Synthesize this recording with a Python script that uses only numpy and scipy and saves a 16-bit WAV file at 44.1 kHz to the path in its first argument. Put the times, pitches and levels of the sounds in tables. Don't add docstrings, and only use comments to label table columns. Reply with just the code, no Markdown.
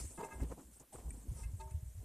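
import sys
import numpy as np
from scipy import signal
from scipy.fft import rfft, irfft
from scipy.io import wavfile
from scipy.ndimage import uniform_filter1d

SR = 44100
rng = np.random.default_rng(int(sys.argv[2]) if len(sys.argv) > 2 else 0)


def generate_wav(signal):
    frames = np.transpose(np.atleast_2d(signal))
    scaled = np.clip(frames, -1, 1) * 32767
    pcm = np.round(scaled).astype(np.int16)
    wavfile.write(sys.argv[1], SR, pcm)


def magnitude_from_level(level_db):
    exponent = np.asarray(level_db, float) / 20
    return 10 ** exponent


N = 90052
SNOW_GRAINS_PER_S, SNOW_SPREAD_DB = 3500, 2.5


def evened(x):
    return x / np.sqrt(np.mean(x ** 2) + 1e-20)


def colour(x, points):
    f, db = np.transpose(points)
    hz = np.fft.rfftfreq(x.shape[-1], 1 / SR)
    gain = magnitude_from_level(np.interp(np.log(hz + 1), np.log(f + 1), db))
    return irfft(rfft(x) * gain, x.shape[-1])


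def level(curve):
    s, db = np.transpose(curve)[:2]
    return magnitude_from_level(np.interp(np.arange(N) / SR, s, db))


def add(mix, s, sound):
    part = mix[round(s * SR):][:len(sound)]
    part += sound[:len(part)]


def grains(per_s, spread_db):
    size = magnitude_from_level(spread_db * np.minimum(rng.exponential(1, N), 5))
    struck = rng.random(N) < per_s / SR
    return size * struck * rng.choice([-1., 1.], N)


def patchy(x):
    patch_db = 3
    z = signal.stft(x, nperseg=256)[2]
    field = uniform_filter1d(rng.standard_normal(z.shape), 8, 0)
    field = evened(uniform_filter1d(field, 8, 1))
    return signal.istft(z * magnitude_from_level(patch_db * field), nperseg=256)[1][:N]


def crunch():
    # t/s, level/dB, crisp share/0-1
    steps = [(0, -58.5, 1), (0.018, -63, 0.3), (0.053, -52, 0.04), (0.07, -69, 0), (0.13, -62, 1),
             (0.172, -69, 0.35), (0.182, -42.5, 0), (0.205, -52.5, 0.53), (0.25, -53, 1),
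             (0.268, -57, 0.98), (0.39, -55.5, 0.53), (0.438, -40.5, 0.06), (0.462, -60, 0.63),
             (0.495, -56.5, 0.63), (0.517, -48.5, 0.55), (0.564, -60.5, 0.04), (0.593, -51, 0.49),
             (0.657, -65, 0), (0.754, -74, 0.5), (0.771, -58.5, 0.12), (0.788, -73, 0.66), (0.809, -60, 1),
             (0.847, -74.5, 0.95), (0.918, -73.5, 0.3), (0.929, -65.5, 0.8), (0.959, -47, 1),
             (0.976, -63, 1), (0.99, -50, 0.92), (1.03, -60.5, 0.88), (1.13, -62.5, 0.14),
             (1.153, -56, 0.19), (1.208, -72, 0.62), (1.25, -60, 0.07), (1.5, -66.5, 0.72),
             (1.58, -70, 0.4), (2.0, -75.5, 1), (2.04, -60.5, 0.08)]
    # f/Hz, level/dB per Hz
    dull_colour = [(110, -18.5), (200, -1.5), (320, -5.5), (600, -24.5), (1500, -55)]
    # f/Hz, level/dB per Hz
    crisp_colour = [(250, 0), (500, -1), (1000, -6), (1500, -19.5), (3000, -26), (7000, -35.5)]
    s, _, share = np.transpose(steps)
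    share = np.clip(np.interp(np.arange(N) / SR, s, share), 0, 1)
    dull = evened(colour(patchy(grains(SNOW_GRAINS_PER_S, SNOW_SPREAD_DB)), dull_colour))
    crisp = evened(colour(patchy(grains(SNOW_GRAINS_PER_S, SNOW_SPREAD_DB)), crisp_colour))
    return level(steps) * (np.sqrt(1 - share) * dull + np.sqrt(share) * crisp)


def swish():
    # t/s, level/dB
    rubs = [(0, -44), (0.03, -51.5), (0.1, -57.5), (0.23, -62.5), (0.25, -54), (0.28, -69), (0.33, -60),
            (0.38, -68), (0.42, -60), (0.46, -70), (0.52, -62.5), (0.56, -69.5), (0.6, -63.5), (0.7, -73),
            (0.74, -62.5), (0.795, -72), (0.799, -56), (0.84, -82), (0.92, -71.5), (0.93, -57),
            (1.03, -67.5), (1.15, -65), (1.28, -68.5), (1.4, -58.5), (1.45, -63), (1.46, -70.5),
            (1.59, -68), (1.61, -60.5), (1.63, -65.5), (1.69, -68.5), (1.71, -60), (1.725, -70.5),
            (2.04, -69.5)]
    # f/Hz, level/dB per Hz
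    cloth_colour = [(2000, -18), (4500, -22), (6300, -9.5), (8300, -1), (10000, -9), (12000, -19.5),
                    (14200, -25)]
    cloth = colour(patchy(grains(per_s=7400, spread_db=1.5)), cloth_colour)
    return level(rubs) * evened(cloth)


def rustle():
    # start t/s, length/s, level/dB, centre f/Hz
    bursts = [(0, 0.018, -56, 5300), (0.426, 0.016, -57, 263), (.921, 0.034, -56, 790),
              (1.335, 0.13, -69.5, 5640), (1.595, 0.029, -66, 4180)]
    out = np.zeros(N)
    for s, length, db, hz in bursts:
        band = [(hz / 1.9, -30), (hz, 0), (hz * 1.56, -30)]
        grit = evened(colour(grains(SNOW_GRAINS_PER_S, SNOW_SPREAD_DB), band))
        grit = grit[:round(length * SR)]
        add(out, s, magnitude_from_level(db) * np.sqrt(np.hanning(len(grit))) * grit)
    return out


def air_and_hiss():
    # f/Hz, level/dB per Hz
    bed_colour = [(60, -1), (150, -10.5), (400, -31.5), (1600, -16.5), (3300, -19.5), (7500, -22),
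                  (10800, -12), (14200, -15)]
    return magnitude_from_level(-69) * evened(colour(rng.standard_normal(N), bed_colour))


def thumps():
    # t/s, level/dB, starting pitch f/Hz, t60/s
    hits = [(0.005, -40, 57.6, 0.35), (0.044, -40.5, 80, 0.14), (0.089, -54.5, 57.3, 0.48),
            (0.345, -44.5, 61.3, 0.81), (0.413, -28.5, 62, 0.21), (0.499, -41.5, 60, 0.16),
            (0.641, -55, 60.5, 0.57), (0.955, -52, 60, 0.86), (1.046, -35.5, 60.4, 0.3),
            (1.119, -45, 54, 0.52), (1.282, -31.5, 62, 0.27), (1.31, -31.5, 117, 0.068),
            (1.348, -38, 69.8, 0.16), (1.408, -38.5, 54, 0.26), (1.451, -33, 62.3, 0.22),
            (1.532, -30, 97, .1), (1.588, -45.5, 55, 0.46), (1.647, -44, 71.6, 0.19),
            (1.71, -32.5, 80, 0.056), (1.739, -30.5, 81.4, 0.17), (1.825, -28.5, 101, 0.038),
            (1.851, -40.5, 63.2, 0.26), (1.944, -36, 76, 0.08), (1.971, -41, 95.5, 0.2),
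            (1.996, -42.5, 55, 0.18)]
    # f/Hz, level/dB per Hz
    rumble_colour = [(25, -42), (70, 17.5), (150, 8), (300, -39.5)]
    rise_s, cut_s = 0.0058, 0.013
    decay_bend, sag = 1.237, 0.14
    second_db, rumble_db = -20.5, -12
    out, shaken, t = np.zeros(N), np.zeros(N), np.arange(SR // 2) / SR
    next_starts = [row[0] for row in hits[1:]] + [np.inf]
    for (s, db, hz, t60), next_s in zip(hits, next_starts):
        phase = 2 * np.pi * hz * (t - sag * t ** 2 / t60)
        rise = 1 - np.exp(-(t / rise_s) ** 2)
        decay = magnitude_from_level(db - 60 * (t / t60) ** decay_bend)
        stop = np.exp(-(np.maximum(t + s - next_s, 0) / cut_s) ** 2)
        swing = rise * decay * stop
        add(out, s, swing * (np.sin(phase) + magnitude_from_level(second_db) * np.sin(2 * phase)))
        add(shaken, s, swing)
    rumble = evened(colour(rng.standard_normal(N), rumble_colour))
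    return out + magnitude_from_level(rumble_db) * shaken * rumble


def pole():
    # f/Hz, relative level/dB, free t60/s
    modes = [(383, 3, 0.64), (621, -9.5, 1), (897.5, 3, 0.45), (1237, -3, 0.053), (1638, -8, 0.34),
             (2091, -10, 0.37), (2610, -10, 0.12)]
    # start t/s, length/s, level/dB, strongest near f/Hz, grip/0-1
    scrapes = [(0.176, 0.0047, -50, 1500, 0.25), (0.194, 0.019, -40.5, 570, 0.93),
               (0.226, 0.0088, -43, 470, 0.94), (0.229, 0.011, -47, 2160, 0.62),
               (0.234, 0.016, -48.5, 744, 0.3), (0.283, 0.0046, -57.5, 1850, 0.66),
               (0.306, 0.021, -47, 1890, 0.28), (0.323, 0.0092, -63.5, 440, 0),
               (0.401, 0.01, -53.5, 2340, 0.55), (1.361, 0.057, -63.5, 910, 0.66),
               (1.431, 0.0083, -48.5, 3050, 0.43), (1.596, 0.015, -51, 754, 0.06),
               (1.601, 0.017, -51, 3040, 1), (1.673, 0.0074, -61, 770, 0.52),
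               (1.707, 0.011, -63, 2900, 0.8)]
    reach_octaves, rough = 0.65, 0.41
    grip_t60_s, grip_shift_hz, let_go_s = 0.041, 55, 0.044
    out, t = np.zeros(N), np.arange(SR // 2) / SR
    hz, db, t60 = np.transpose(modes)[:, :, None]
    start_turns = rng.random(hz.shape)
    for s, length, scrape_db, near_hz, grip in scrapes:
        grip = np.clip(grip, 0, 1)
        reach = np.exp(-.5 * (np.log2(hz / near_hz) / reach_octaves) ** 2)
        ringing = t60 ** (1 - grip) * grip_t60_s ** grip
        wander = uniform_filter1d(rng.standard_normal((2, len(modes), len(t))), size=300)
        shaky, skid = evened(wander) * np.sqrt(grip)
        rise = np.minimum(t / length, 1) ** .5
        decay = magnitude_from_level(-60 * np.maximum(t - length, 0) / ringing)
        swing = rise * decay * (1 + rough * shaky)
        lift_turns = grip_shift_hz * grip ** 2 * (hz < 1400) * let_go_s * (1 - np.exp(-t / let_go_s))
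        phase = 2 * np.pi * (hz * (s + t) + start_turns + lift_turns)
        rings = magnitude_from_level(scrape_db + db) * reach * swing * np.sin(phase + rough * 2 * skid)
        add(out, s, rings.sum(0))
    return out


def ticks():
    # t/s, level/dB
    clicks = [(1.1058, -41)]
    # f/Hz, relative level/dB, t60/s
    click_modes = [(1940, -16, 0.029), (2320, -14, 0.037), (6200, -11.5, 0.01), (8620, 1.5, 0.025)]
    rise_s = 0.00075
    out, t = np.zeros(N), np.arange(SR // 20) / SR
    tick = sum(magnitude_from_level(db - 60 * t / t60) * np.sin(2 * np.pi * hz * t) for hz, db, t60 in click_modes)
    for s, db in clicks:
        add(out, s, magnitude_from_level(db) * tick * np.minimum(t / rise_s, 1))
    return out


def scene():
    # f/Hz, level/dB
    side_colour = [(2500, -52), (4200, -15.5), (7700, -7), (14000, -3)]
    mid = thumps() + pole() + crunch() + swish() + rustle() + ticks() + air_and_hiss()
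    side = colour(swish() + air_and_hiss(), side_colour)
    return np.array([mid + side, mid - side])


def band_limit(x):
    return signal.sosfilt(signal.butter(12, 14660, fs=SR, output="sos"), x)


def record(dry):
    # f/Hz, level/dB
    treble_edge = [(14250, 0), (14350, -80)]
    mix = colour(dry, treble_edge)
    return band_limit(mix)


dry = scene()
out = record(dry)
generate_wav(out)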